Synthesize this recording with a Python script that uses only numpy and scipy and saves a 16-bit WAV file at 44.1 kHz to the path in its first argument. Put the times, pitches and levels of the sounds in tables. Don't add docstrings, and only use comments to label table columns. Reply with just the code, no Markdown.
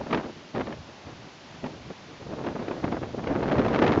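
import sys
import numpy as np
from scipy.fft import rfft, irfft, next_fast_len
from scipy.io import wavfile
from scipy.ndimage import map_coordinates

SR = 44100
rng = np.random.default_rng(int(sys.argv[2]) if len(sys.argv) > 2 else 0)


def wav_record(signal):
    frames = np.transpose(np.atleast_2d(signal))
    bounded = np.clip(frames, -1, 1)
    quanta = np.round(bounded * 32767).astype(np.int16)
    wavfile.write(sys.argv[1], SR, quanta)


N = 176400

# frequency in Hz, relative level in dB.
RIVER_SPECTRUM = [(25, -29.5), (60, -8.5), (140, 0), (320, 1), (450, -4.5), (580, -1.5), (880, -2.5),
                  (1250, -6.5), (2000, -8.5), (3000, -9.5), (4500, -12.5), (6000, -16.5), (7000, -21.5)]
# frequency in Hz, depth in dB.
RIVER_PATCH_DEPTH = [(150, 0), (700, 1), (2000, 0.76), (5000, -0.24)]
# frequency in Hz, relative level in dB.
RUMBLE_SPECTRUM = [(20, -18.5), (40, -22), (80, -3), (115, -3), (160, -3), (240, -21.5), (500, -56.5)]
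# time in seconds, level in dB.
RUMBLE_SWELLS = [
    [(0.0, -44), (0.076, -60), (0.13, -48), (0.378, -61), (0.44, -59), (0.462, -72), (0.508, -74),
     (0.52, -64)],
    [(0.53, -66), (0.564, -41), (0.956, -56), (1.01, -77), (1.064, -44), (1.262, -54), (1.28, -77),
     (1.35, -74)],
    [(1.36, -74), (1.424, -67), (1.65, -43), (1.674, -49.5), (1.908, -46.5), (1.954, -68), (2.012, -52),
     (2.2, -54)],
    [(2.21, -47.5), (2.358, -42.5), (2.702, -49.5), (2.966, -36.5), (3.072, -44.5), (3.65, -33.5),
     (3.67, -40), (4.0, -32.5)],
]
# centre time in seconds, pulse level in dB, tearing level in dB.
SLAP_HITS = [(0.008, -20, -60), (0.11, -17, -27), (0.13, -18, -17), (0.147, -7, -20.5), (0.175, -31, -23.5),
             (0.235, -28, -40), (0.55, -16, -32.5), (0.561, -33, -29), (0.576, -9.5, -44),
             (0.609, -10.5, -24), (0.672, -22, -31), (0.726, -26, -31.5), (1.067, -38, -41),
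             (1.642, -29, -29.5), (1.664, -40, -30), (1.904, -20.5, -44), (2.319, -37, -53),
             (2.414, -17, -52), (2.467, -32, -27), (2.552, -17.5, -57), (2.593, -26, -35),
             (2.626, -14, -33.5), (2.684, -15.5, -30.5), (2.712, -9.5, -31), (2.841, -27, -31),
             (2.922, -21, -27.5), (3.019, -14, -47), (3.148, -13, -50), (3.186, -25, -53), (3.24, -14, -33),
             (3.273, -11, -25), (3.432, -8, -27), (3.48, -31, -27), (3.521, -20.5, -20.5),
             (3.584, -6.5, -22), (3.601, -4, -30), (3.649, -14, -25.5), (3.684, -13, -25.5),
             (3.731, -10, -26.5), (3.747, -20, -21.5), (3.761, -5, -22), (3.827, -17, -17),
             (3.842, -14, -25), (3.866, -15, -17), (3.879, -21, -18), (3.921, -9, -17), (3.979, 0, -42)]
# frequency in Hz, relative level in dB.
TEAR_SPECTRUM = [(100, -30.5), (450, -3), (900, 5.5), (1600, -1), (2800, -7.5), (4500, -19.5),
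                 (7000, -33.5)]
# frequency in Hz, relative level in dB.
ROAR_SPECTRUM = [(20, -25), (45, -10), (90, -7), (160, -0.5), (250, 3.44), (330, 1.5), (400, -0.5),
                 (480, -1.5), (620, -4), (1100, -15), (1550, -17.5), (2000, -21.5), (3000, -27),
                 (5000, -34), (7000, -44)]
# frequency in Hz, depth in dB.
FLUTTER_DEPTH = [(100, .8), (400, 0.8), (1200, 1), (4000, 5)]
# time in seconds, level in dB.
GUST_LEVELS = [
    [(0.0, -38), (0.01, -31), (0.026, -36.5), (0.04, -34.5), (0.05, -47), (0.068, -32), (0.08, -38.5),
     (0.144, -26), (0.21, -31.5)],
    [(0.22, -37), (0.232, -39), (0.258, -31.5), (0.276, -38), (0.302, -38.5), (0.338, -52), (0.36, -44)],
    [(0.51, -56), (0.522, -63), (0.548, -30), (0.612, -28.5), (0.632, -35.5), (0.658, -41), (0.674, -32),
     (0.744, -36), (0.76, -67), (0.776, -39.5), (0.79, -61)],
    [(0.82, -55), (0.854, -49), (0.862, -67), (0.896, -43), (0.904, -61), (1.052, -58), (1.07, -40),
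     (1.178, -52), (1.276, -44.5), (1.292, -75), (1.45, -56)],
    [(1.5, -58), (1.512, -58), (1.536, -67), (1.546, -46), (1.566, -43), (1.588, -60), (1.644, -33),
     (1.678, -34), (1.688, -40), (1.782, -47), (1.8, -64)],
    [(1.82, -50), (1.832, -53), (1.862, -43), (1.868, -46), (1.9, -46), (1.908, -34.5), (1.924, -44),
     (1.934, -64), (2.124, -45), (2.192, -55), (2.2, -45.5)],
    [(2.22, -37), (2.23, -37), (2.252, -53), (2.264, -39.5), (2.332, -33), (2.358, -40.5), (2.408, -35.5),
     (2.416, -31.5), (2.434, -35), (2.47, -28.5), (2.53, -34.5)],
    [(2.54, -50), (2.56, -28), (2.586, -42.5), (2.592, -32), (2.668, -37.5), (2.682, -33.5), (2.704, -32),
     (2.712, -28), (2.748, -39.5), (2.754, -29), (2.81, -36.5)],
    [(2.82, -46), (2.844, -20.5), (2.86, -34.5), (2.886, -30), (2.918, -34), (2.926, -28), (2.984, -32),
     (2.998, -49), (3.028, -31), (3.09, -42.5), (3.11, -38)],
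    [(3.12, -47), (3.15, -32.5), (3.158, -45.5), (3.188, -29), (3.228, -41.5), (3.24, -26.5), (3.258, -36),
     (3.314, -22.5), (3.344, -30.5), (3.356, -24), (3.42, -30.5)],
    [(3.43, -23.5), (3.452, -28), (3.604, -20), (3.644, -28.5), (3.656, -18.5), (3.68, -27), (3.7, -27)],
    [(3.71, -24.5), (3.778, -24), (3.786, -22.5), (3.814, -24), (3.822, -19.5), (3.918, -22),
     (3.962, -24.5), (3.98, -18.5), (3.992, -29), (4.0, -18.5)],
]
OCTAVES_HZ = 55 * 2. ** np.arange(8)


def amp(db):
    return 10 ** (np.asarray(db) / 20)


def unit(x):
    return x / np.sqrt(np.mean(x ** 2) + 1e-20)


def along(points, hz):
    freqs, values = np.transpose(points)
    return np.interp(np.log(hz + 1), np.log(freqs + 1), values)


def envelope(phrases):
    times, levels_db = np.concatenate(phrases).T
    return np.interp(np.arange(N) / SR, times, levels_db)


def wobble(rate):
    return map_coordinates(rng.standard_normal(N // 10), [np.arange(N) * rate / SR], mode="wrap")


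def filtered(x, response):
    size = next_fast_len(N + SR // 2)
    return irfft(rfft(x, size) * response(np.fft.rfftfreq(size, 1 / SR)), size)[:N]


def noise(spectrum):
    return unit(filtered(rng.standard_normal(N), lambda hz: amp(along(spectrum, hz))))


def octaves(x):
    return [(centre, filtered(x, lambda hz: along(np.c_[OCTAVES_HZ, share], hz)))
            for centre, share in zip(OCTAVES_HZ, np.eye(len(OCTAVES_HZ)))]


def river(level_db=-47, swell_db=0.28, swells_per_s=2.2, patches_per_s=11):
    rush = np.zeros(N)
    for hz, band in octaves(noise(RIVER_SPECTRUM)):
        rush += band * amp(along(RIVER_PATCH_DEPTH, hz) * wobble(patches_per_s))
    return amp(level_db + swell_db * wobble(swells_per_s)) * unit(rush)


def rumble(trim_db=-0.5, lump_db=1.5, lumps_per_s=25):
    lumps = unit(amp(lump_db * wobble(lumps_per_s)))
    return amp(envelope(RUMBLE_SWELLS) + trim_db) * lumps * noise(RUMBLE_SPECTRUM)


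def slaps(pulse_trim_db=-8.5, tear_trim_db=-4.5):
    port_ring_hz, half_width_cycles = 390, 0.53
    rise_s, fall_s = 0.0019, 0.007
    t = np.arange(N) / SR
    pulses, tearing = np.zeros(N), np.zeros(N)
    for centre_s, pulse_db, tear_db in SLAP_HITS:
        near = slice(max(0, int((centre_s - .02) * SR)), int((centre_s + .08) * SR))
        age = t[near] - centre_s
        cycles = age * port_ring_hz
        window = np.exp(-(cycles / half_width_cycles) ** 2)
        pulses[near] += amp(pulse_db) * window * np.sin(2 * np.pi * cycles)
        tearing[near] += amp(tear_db) * np.exp(np.minimum(age / rise_s, -age / fall_s))
    return amp(pulse_trim_db) * pulses + amp(tear_trim_db) * tearing * noise(TEAR_SPECTRUM)


def sputter(strikes_per_s=130, spread_db=7.5, low_hz=206, high_hz=1110):
    struck = rng.random(N) < strikes_per_s / SR
    size = rng.uniform(-1.1, 1, N)
    strikes = struck * np.sign(size) * amp(spread_db * abs(size))
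    port = lambda hz: (1j * hz / (low_hz + 1j * hz)) ** 2 / (1 + 1j * hz / high_hz) ** 2
    return unit(filtered(strikes, port))


def wind(trim_db=-1, sputter_db=-7.5, flutter_per_s=110, burst_db=1, bursts_per_cycle=.25):
    strength_db = envelope(GUST_LEVELS)
    reference_db, reference_hz, brightening = -17.5, 3680, 0.45
    cutoff_hz = reference_hz * amp(brightening * (strength_db - reference_db))
    flutter = unit(np.tanh(wobble(flutter_per_s)))
    turbulence = noise(ROAR_SPECTRUM) + amp(sputter_db) * sputter()
    roar = np.zeros(N)
    for hz, band in octaves(turbulence):
        own_bursts_db = burst_db * wobble(bursts_per_cycle * hz)
        bursts = unit(amp(along(FLUTTER_DEPTH, hz) * flutter + own_bursts_db))
        roar += band * bursts / np.hypot(1, (hz / cutoff_hz) ** 2)
    return amp(strength_db + trim_db) * roar


def scene():
    return (river() + rumble() + wind() + slaps())[None]


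def record(dry):
    top_hz = 7150
    return filtered(dry[0], lambda hz: 1 / np.hypot(1, (hz / top_hz) ** 28))[None]


dry = scene()
out = record(dry)
wav_record(out)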